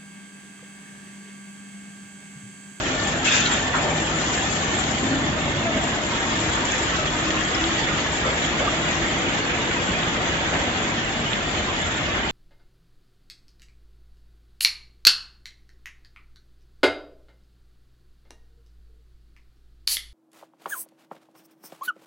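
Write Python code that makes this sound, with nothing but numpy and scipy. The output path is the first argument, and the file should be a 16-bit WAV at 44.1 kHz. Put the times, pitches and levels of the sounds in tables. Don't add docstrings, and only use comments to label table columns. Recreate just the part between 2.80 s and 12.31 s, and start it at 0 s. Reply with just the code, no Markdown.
import sys
import numpy as np
from scipy import signal
from scipy.fft import rfft, irfft, next_fast_len
from scipy.io import wavfile
from scipy.ndimage import uniform_filter1d, map_coordinates

SR = 44100
rng = np.random.default_rng(int(sys.argv[2]) if len(sys.argv) > 2 else 0)


def log_audio(samples):
    frames = np.atleast_2d(samples).T
    limited = np.clip(frames, -1, 1)
    pcm = np.round(limited * 32767).astype(np.int16)
    wavfile.write(sys.argv[1], SR, pcm)


N = 419391
T = np.arange(N) / SR
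F = np.maximum(np.fft.rfftfreq(next_fast_len(N, True), 1 / SR), 1)
TOP_HZ, VALVE_SHUTS_S = 7520, 0.753

# frequency in Hz, relative density in dB.
ROAR_SPECTRUM = [(15, -39), (25, -9), (59, 3.5), (189, -1), (319, -1.5), (415, -6), (637, -6.5),
                 (1000, -10.5), (1610, -10), (1770, -8), (2660, -13.5), (3450, -15), (4940, -20.5),
                 (5970, -20), (7400, -11.5), (9620, -43), (16300, -120)]
# frequency in Hz, side minus mid in dB.
STEREO_WIDTH = [(30, -7), (60, -11.5), (140, -14), (300, -12), (550, -9), (900, -3), (1400, 0.5), (2500, 0)]
# start in seconds, level in dB.
AIR_SURGES = [(0.442, -22), (.503, -22), (.70, -26.5)]


def machine_roar(rumble_db=-38, drone_db=-31.5, rollers_db=-31, end_s=8.1, end_fade_s=.2, end_db=-1.1):
    # centre in Hz, width in Hz, boost in dB.
    frame_modes = [(62, 16, -1.5), (157, 15, 1.5), (221, 24, 2), (282, 16, 0.5), (329, 67, 2.5),
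                   (608, 44, 3.5), (760, 89, 3.5), (910, 16, 3), (1150, 70, 1.5), (2910, 110, 2.5),
                   (3430, 320, 4)]
    # time when nearest in seconds, half-power time in seconds, level in dB.
    motors = [(2.45, .35, -38.5), (4.3, .6, -40), (7.55, 0.27, -37.5), (9.3, .3, -36)]
    main_drive = [(2.45, .35, -33.5)]
    fine_hiss = [(1.9, 0.8, -39)]
    body = colour(ROAR_SPECTRUM) * boosts(frame_modes)

    def band(low_hz, high_hz):
        return diffuse(body * np.sqrt(np.abs(below(high_hz) - below(low_hz))) * (F < TOP_HZ))

    past_end = undb(end_db * (1 + np.tanh((T - end_s) / end_fade_s)) / 2)
    rumble = band(27, 115) * np.hypot(undb(rumble_db), passing(motors)) * undb(.5 * wander(8))
    drone = band(115, 388) * np.hypot(undb(drone_db), passing(main_drive)) * past_end
    rollers = band(382, 1360) * undb(rollers_db + 0.06 * wander(14)) * past_end
    rub = 0.48 * wander(18) + 0.73 * wander(90)
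    belt_flutter_db, card_flutter_db = 0.63 * rub, 1.44 * rub
    swish = band(1350, 4070) * belt_gain() * undb(belt_flutter_db)
    card = band(4180, SR) * card_gain() * undb(card_flutter_db)
    sizzle = band(7200, SR) * passing(fine_hiss) * undb(shadow_db() + card_flutter_db)
    return rumble + drone + rollers + swish + card + sizzle


def belt_gain(steady_db=-33, shadow_share=.2):
    # time when nearest in seconds, half-power time in seconds, level in dB.
    belt_runs = [(5.3, 3, -33.5), (9.4, .2, -36.5)]
    return np.hypot(undb(steady_db), passing(belt_runs)) * undb(shadow_share * shadow_db())


def card_gain(steady_db=-42.5):
    # time when nearest in seconds, half-power time in seconds, level in dB.
    guides = [(1.5, 2.1, -37.5), (4.3, 2.04, -38.5)]
    return np.hypot(undb(steady_db), passing(guides)) * undb(shadow_db())


def shadow_db():
    # centre in seconds, half-width in seconds, gain in dB.
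    posts = [(.4, .15, -1), (1.0, 0.18, -3), (2.75, 0.53, -5.5)]
    return sum(db * np.exp(-((T - s) / span_s) ** 2) for s, span_s, db in posts)


def shimmer(x, depth_db=3.0, patch_hz=55, patch_s=.04, from_hz=450):
    hz, s, spectrum = signal.stft(x, SR, nperseg=2048)
    grid = np.meshgrid(hz / patch_hz, s / patch_s, indexing="ij")
    patches = rng.standard_normal((2, 1024, 400))
    field = np.array([map_coordinates(port, grid, order=1, mode="nearest") for port in patches])
    treble = (hz ** 2 / (hz ** 2 + from_hz ** 2))[:, None]
    gain = undb(depth_db * unit(field) * treble)
    gain /= np.sqrt(np.mean(gain ** 2, axis=(0, 2), keepdims=True))
    return signal.istft(spectrum * gain, SR)[1][:, :N]


def motor_tones(waver_hz=2.402, throb_db=3.0, throb_per_s=14):
    # time when nearest in seconds, half-power time in seconds, pitch in Hz, level in dB.
    motors = [(.45, .35, 255, -37), (1.25, .17, 158, -35), (1.4, .4, 166.6, -39.5), (1.25, .35, 320, -39.5),
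              (2.6, .4, 144.3, -38), (2.7, .45, 235.8, -39.5), (3.57, .13, 324, -35), (4.1, .3, 150, -40),
              (4.58, .17, 317, -34.8), (4.95, .11, 328.6, -32.5), (5.7, .35, 154.8, -40),
              (6.15, .3, 332, -39.5), (6.4, .35, 272, -40.5), (7.12, .12, 163, -35),
              (7.52, .17, 166, -34.3), (8.1, .4, 233.8, -42.5)]
    out = np.zeros((2, N))
    for s, span_s, hz, db in motors:
        hum = tone(hz, waver_hz, 6) * unit(undb(throb_db * wander(throb_per_s)))
        nearness = .5 ** (((T - s) / span_s) ** 2 / 2)
        out += hum * undb(db) * nearness
    return out


def card_patter(per_s=110, spread_db=5.5, t60_s=0.032, db=-6, bands=12):
    out = np.zeros((2, N))
    slot = 100
    for hz in np.geomspace(900, 7200, bands):
        chance, force = rng.random((N // slot, 2)).T
        hits = np.flatnonzero(chance < per_s * slot / bands / SR)
        taps = np.zeros(N)
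        taps[hits * slot] = undb(-spread_db * np.log(.05 + force[hits]))
        gain = np.interp(hz, F, colour(ROAR_SPECTRUM))
        out += gain * signal.oaconvolve(taps[None], ring(hz, t60_s, T[:SR // 10]), axes=1)[:, :N]
    return unit(out) * undb(db) * card_gain()


def steel_clatter(per_s=90, t60_s=0.11, spread_db=1.2, db=-3.0, parts=110):
    out, age = np.zeros((2, N)), T[:SR // 6]
    part_hz = 900 * 4.0 ** ((np.arange(parts) + rng.random(parts)) / parts)
    decay = np.exp(-np.log(1000) * age / t60_s)
    for when, which, force, left_share, lead_cycles in rng.random((int(per_s * T[-1]), 5)):
        hz = part_hz[int(which * parts)]
        phase = 2 * np.pi * (hz * age + np.array([[0], [lead_cycles]]))
        strength = undb(-spread_db * np.log(0.033 + force)) / hz ** 0.073
        pan = np.sqrt([[left_share], [1 - left_share]])
        add(out, when * T[-1], strength * pan * np.sin(phase) * decay)
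    return unit(out) * undb(db) * belt_gain()


def air_burst(rise_s=0.017, sag_t60_s=1.0, tail_t60_s=0.89, sputter_db=1.1):
    # frequency in Hz, relative density in dB.
    jet_spectrum = [(900, -22.5), (1250, -7), (1500, 0.5), (2600, -2), (3500, -6), (4500, -9), (5700, -8),
                    (7400, -1.5)]
    # centre in Hz, width in Hz, boost in dB.
    outlet_modes = [(1390, 110, 4.5), (1570, 80, 1), (1770, 45, 3.5), (2550, 90, 3), (2830, 60, 4),
                    (3120, 40, 5), (3300, 100, 4), (3570, 120, 4), (4370, 180, 4)]
    hiss = diffuse(colour(jet_spectrum) * boosts(outlet_modes) * (F < TOP_HZ))
    surges = [undb(db) * ramp(s, rise_s) * fade(s + rise_s, sag_t60_s) for s, db in AIR_SURGES]
    flow = np.linalg.norm(surges, axis=0) * fade(VALVE_SHUTS_S, tail_t60_s)
    return hiss * flow * undb(sputter_db * wander(90))


def steel_ring(waver_hz=16, rattle_db=3, rise_s=0.066, tail_t60_s=.35, sag_t60_s=3.5):
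    # frequency in Hz, level in dB.
    steel_modes = [(1351, -41), (1970, -43), (2541, -41.5), (2848, -42.5), (2939, -41), (3106, -38),
                   (3295, -40), (3564, -38), (3779, -40)]
    opens_s = AIR_SURGES[0][0]
    held = ramp(opens_s, rise_s) * fade(opens_s + rise_s, sag_t60_s) * fade(VALVE_SHUTS_S, tail_t60_s)
    return held * sum(tone(hz, waver_hz, 90) * undb(db + rattle_db * wander(50)) for hz, db in steel_modes)


def jet_whistles():
    # centre in seconds, half-width in seconds, pitch in Hz, waver in Hz, level in dB.
    whistles = [(.481, .014, 2620, 170, -21.5), (.535, .035, 2540, 10, -28.5), (.53, .022, 3510, 45, -31),
                (.545, .035, 1600, 50, -30), (.628, .012, 3500, 25, -28), (.665, .011, 4220, 200, -25.5)]
    return squeals(whistles)


def bearing_song(tone_db=-3.0, noise_db=-8, flutter_db=2.8):
    # time when nearest in seconds, half-power time in seconds, relative level in dB.
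    bearings = [(.27, .08, -35.5), (.82, .08, -36), (1.35, .42, -36), (5.0, .7, -44.5)]
    song = undb(tone_db) * tone(1782, 13, 40) + undb(noise_db) * resonance(1780, 80)
    return song * passing(bearings) * undb(flutter_db * wander(11))


def ticks(snap_db=-1.5, ring_db=-4.0, t60_s=0.04, tail_db=-15, tail_t60_s=0.26):
    # start in seconds, level in dB, ring in Hz, relative width, left minus right in dB.
    hits = [(.199, -21, 4306, .15, 0), (.274, -14.5, 7300, .13, 1), (0.662, -13, 3410, 0.29, -1),
            (.736, -16, 7300, 0.11, 2), (1.386, -17, 2200, .4, 1.5), (1.534, -21, 6030, .2, 3),
            (1.726, -18, 7235, .15, 3), (1.828, -24, 6900, .25, 0), (2.039, -18, 3790, 0.3, 2),
            (3.591, -19, 3200, .4, 0), (3.612, -19, 7100, 0.14, 3), (3.851, -20, 6800, .25, 2),
            (3.854, -20, 6800, .25, 2), (3.920, -22, 6630, .2, 6), (3.942, -24, 6550, .2, 6),
            (4.505, -19, 6500, .4, 1), (4.506, -14, 3100, .6, -1), (4.573, -16, 2650, 0.22, -1),
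            (4.748, -21, 5254, 0.089, 0), (4.820, -24, 6370, .2, 1), (4.840, -12.5, 3500, .33, -1),
            (4.893, -19, 1100, .6, 0), (5.087, -17, 2200, 0.33, 0), (5.578, -23, 7100, .2, 1),
            (6.396, -18, 1430, 0.62, -5), (6.705, -20, 2700, 0.34, -0.5), (6.913, -15, 2320, .4, 1),
            (7.232, -19, 3210, .3, 2), (8.532, -11.5, 3200, 0.42, -2)]
    out, age = np.zeros((2, N)), T[:SR // 5]
    for s, db, hz, width, pan_db in hits:
        contact = 2 * hz * width * age
        snap = undb(snap_db) * contact * np.exp(1 - contact) * np.sin(2 * np.pi * hz * age)
        part = undb(ring_db) * ring(hz, t60_s, age, width)
        tail = undb(tail_db) * ring(hz, tail_t60_s, age, width)
        add(out, s, (snap + part + tail) * undb(db + np.array([[pan_db], [-pan_db]]) / 2))
    return out


def belt_squeaks():
    # centre in seconds, half-width in seconds, pitch in Hz, waver in Hz, level in dB.
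    squeaks = [(5.822, .024, 590, 35, -28.5), (5.881, .009, 1205, 50, -21), (5.945, .025, 620, 40, -32.5)]
    return squeals(squeaks)


def belt_slips(rise_s=.01, t60_s=.2, waver=.028, octave_db=-15):
    # start in seconds, length in seconds, first pitch in Hz, last pitch in Hz, level in dB.
    glides = [(2.848, .04, 675, 640, -25), (2.925, .035, 655, 645, -30.5), (2.99, .17, 660, 825, -39),
              (3.32, .04, 940, 925, -34)]
    out = np.zeros(N)
    for s, length_s, start_hz, end_hz, db in glides:
        hz = np.interp(T, [s, s + length_s], [start_hz, end_hz]) * (1 + waver * wander(150))
        phase = 2 * np.pi * np.cumsum(hz) / SR
        squeal = unit(np.sin(phase) + undb(octave_db) * np.sin(2 * phase))
        out += squeal * undb(db) * ramp(s, rise_s) * fade(s + length_s, t60_s)
    return out


def far_knocks(rise_s=0.0075, trim_db=-2.5, tonal_width_hz=80):
    # start in seconds, relative level in dB, pitch in Hz, width in Hz, t60 in seconds.
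    blows = [(.708, -27.5, 1400, 600, .25), (.937, -20.5, 1250, 800, 0.38), (.97, -25.5, 675, 500, 1.0),
             (1.04, -22.5, 654, 500, 0.76), (2.225, -18, 263, 70, 0.18), (2.305, -17, 269.6, 70, 0.43),
             (2.831, -26, 225, 60, 0.6), (2.95, -24, 235, 110, .35), (3.745, -25, 1170, 600, .22),
             (5.45, -24.5, 574, 180, 0.56), (5.44, -26.5, 1210, 300, .4), (5.79, -26, 660, 400, 0.9),
             (6.47, -24.5, 286, 120, 0.27), (6.69, -27, 2200, 1300, 0.37), (7.08, -28, 220, 150, 0.37),
             (7.72, -26.5, 603, 400, 1.4), (7.73, -24.5, 1800, 1500, 0.32), (8.52, -26, 199, 120, .25),
             (9.345, -26, 1450, 900, 0.28)]
    out, age = np.zeros((2, N)), T[:SR]
    for s, db, hz, width_hz, t60_s in blows:
        swell = np.minimum(age / rise_s, 1) * np.exp(-np.log(1000) * np.maximum(age - rise_s, 0) / t60_s)
        purity = 1 / (1 + (width_hz / tonal_width_hz) ** 4)
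        sine = np.sqrt(2 * purity) * np.sin(2 * np.pi * hz * age)
        noise = np.sqrt(1 - purity) * resonance(hz, width_hz, size=SR)
        add(out, s, (sine + noise) * swell * undb(db + trim_db))
    return out


def roller_hums():
    # time when nearest in seconds, half-width in seconds, pitch in Hz, width in Hz, level in dB.
    rollers = [(1.8, 0.26, 777, 25, -39), (3.03, 0.1, 672, 110, -36), (3.6, 0.22, 929, 35, -41.5),
               (4.5, 0.66, 1230, 55, -43.5), (5.3, 0.61, 62, 8.7, -39.5), (6.8, .7, 340, 20, -40.5),
               (6.8, 0.69, 440.5, 17, -43), (7.0, 0.9, 2150, 400, -41.5), (6.6, .5, 499, 25, -42.5)]
    return sum(resonance(hz, width_hz) * undb(db) / (1 + ((T - s) / span_s) ** 2 / 2)
               for s, span_s, hz, width_hz, db in rollers)


def gear_whines(drift=.0012, fade_db=3.5):
    # pitch in Hz, rms level in dB.
    whines = [(2538, -56), (2700, -60), (3100, -57.5), (4698, -61), (5460, -61.5), (6190, -64.5)]
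    out = np.zeros((2, N))
    for hz, db in whines:
        phase = 2 * np.pi * np.cumsum(hz * (1 + drift * wander(12))) / SR
        fading = undb(fade_db * np.array([wander(3.3), wander(4.6)]))
        out += undb(db) * unit(np.sin(phase) * fading)
    return out


def squeals(rows, waver_per_s=300):
    return sum(tone(hz, waver_hz, waver_per_s) * undb(db) * np.exp(-((T - s) / span_s) ** 2)
               for s, span_s, hz, waver_hz, db in rows)


def tone(hz, waver_hz, per_s):
    phase = 2 * np.pi * np.cumsum(hz + waver_hz * wander(per_s)) / SR
    offset_rad = .7 * np.arctan(np.interp(hz, F, colour(STEREO_WIDTH)))
    return np.sqrt(2) * np.sin(phase + np.array([[-offset_rad], [offset_rad]]))


def ring(hz, t60_s, age, width=0.17):
    sos = signal.butter(2, [hz * (1 - width / 2), hz * (1 + width / 2)], "band", fs=SR, output="sos")
    sound = signal.sosfilt(sos, rng.standard_normal((2, len(age))) * undb(-60 * age / t60_s))
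    return sound / np.abs(sound).max()


def resonance(hz, width_hz, size=N):
    sos = signal.butter(2, [hz - width_hz / 2, hz + width_hz / 2], "band", fs=SR, output="sos")
    mid, side = signal.sosfilt(sos, rng.standard_normal((2, size)))
    side = side * np.interp(hz, F, colour(STEREO_WIDTH))
    return np.array([mid + side, mid - side]) / np.std(mid)


def diffuse(gain):
    mid, side = shape(rng.standard_normal((2, N)), gain * np.array([np.ones_like(F), colour(STEREO_WIDTH)]))
    return np.array([mid + side, mid - side]) / np.std(mid)


def passing(rows):
    return np.sqrt(sum(undb(db) ** 2 / (1 + ((T - s) / span_s) ** 2) for s, span_s, db in rows))


def wander(per_s):
    hold = int(SR / per_s)
    steps = np.repeat(rng.standard_normal(N // hold + 1), hold)
    return unit(uniform_filter1d(uniform_filter1d(steps, hold), hold)[:N])


def ramp(s, rise_s):
    return np.clip((T - s) / rise_s, 0, 1)


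def fade(s, t60_s):
    return np.exp(-np.log(1000) * np.maximum(T - s, 0) / t60_s)


def colour(points):
    hz, db = np.transpose(points)
    return undb(np.interp(np.log(F), np.log(hz), db))


def boosts(modes):
    return undb(sum(db / (1 + ((F - hz) / (0.75 * width_hz)) ** 2) for hz, width_hz, db in modes))


def below(hz):
    return 1 / (1 + (F / hz) ** 8)


def shape(x, gain):
    size = next_fast_len(N, True)
    return irfft(rfft(x, size) * gain, size)[..., :N]


def add(out, s, sound):
    i = int(s * SR)
    out[:, i:i + sound.shape[1]] += sound[:, :N - i]


def undb(db):
    return 10 ** (np.asarray(db) / 20)


def unit(x):
    return x / np.sqrt(np.mean(x ** 2))


def scene():
    roar = shimmer(machine_roar() + air_burst())
    hums = bearing_song() + gear_whines() + motor_tones() + roller_hums()
    brief_tones = steel_ring() + jet_whistles() + belt_squeaks() + belt_slips()
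    impacts = card_patter() + steel_clatter() + ticks() + far_knocks()
    return roar + hums + brief_tones + impacts


def record(dry, right_lag_s=.00008):
    # frequency in Hz, left minus right in dB.
    port_balance = [(60, 0), (310, 1), (920, 0.6), (1600, -1), (2800, -2), (3500, -2.5), (4000, 5),
                    (4600, 9.5), (5500, 11), (6500, 25), (7400, 43)]
    power_ratio = colour(port_balance) ** 2
    ports = np.sqrt(2 * np.array([power_ratio, np.ones_like(F)]) / (1 + power_ratio))
    lag = np.exp(-2j * np.pi * F * np.array([[0], [right_lag_s]]))
    top_cut = 1 / np.sqrt(1 + (F / TOP_HZ) ** 300)
    return shape(dry, ports * lag * top_cut)


dry = scene()
out = record(dry)
log_audio(out)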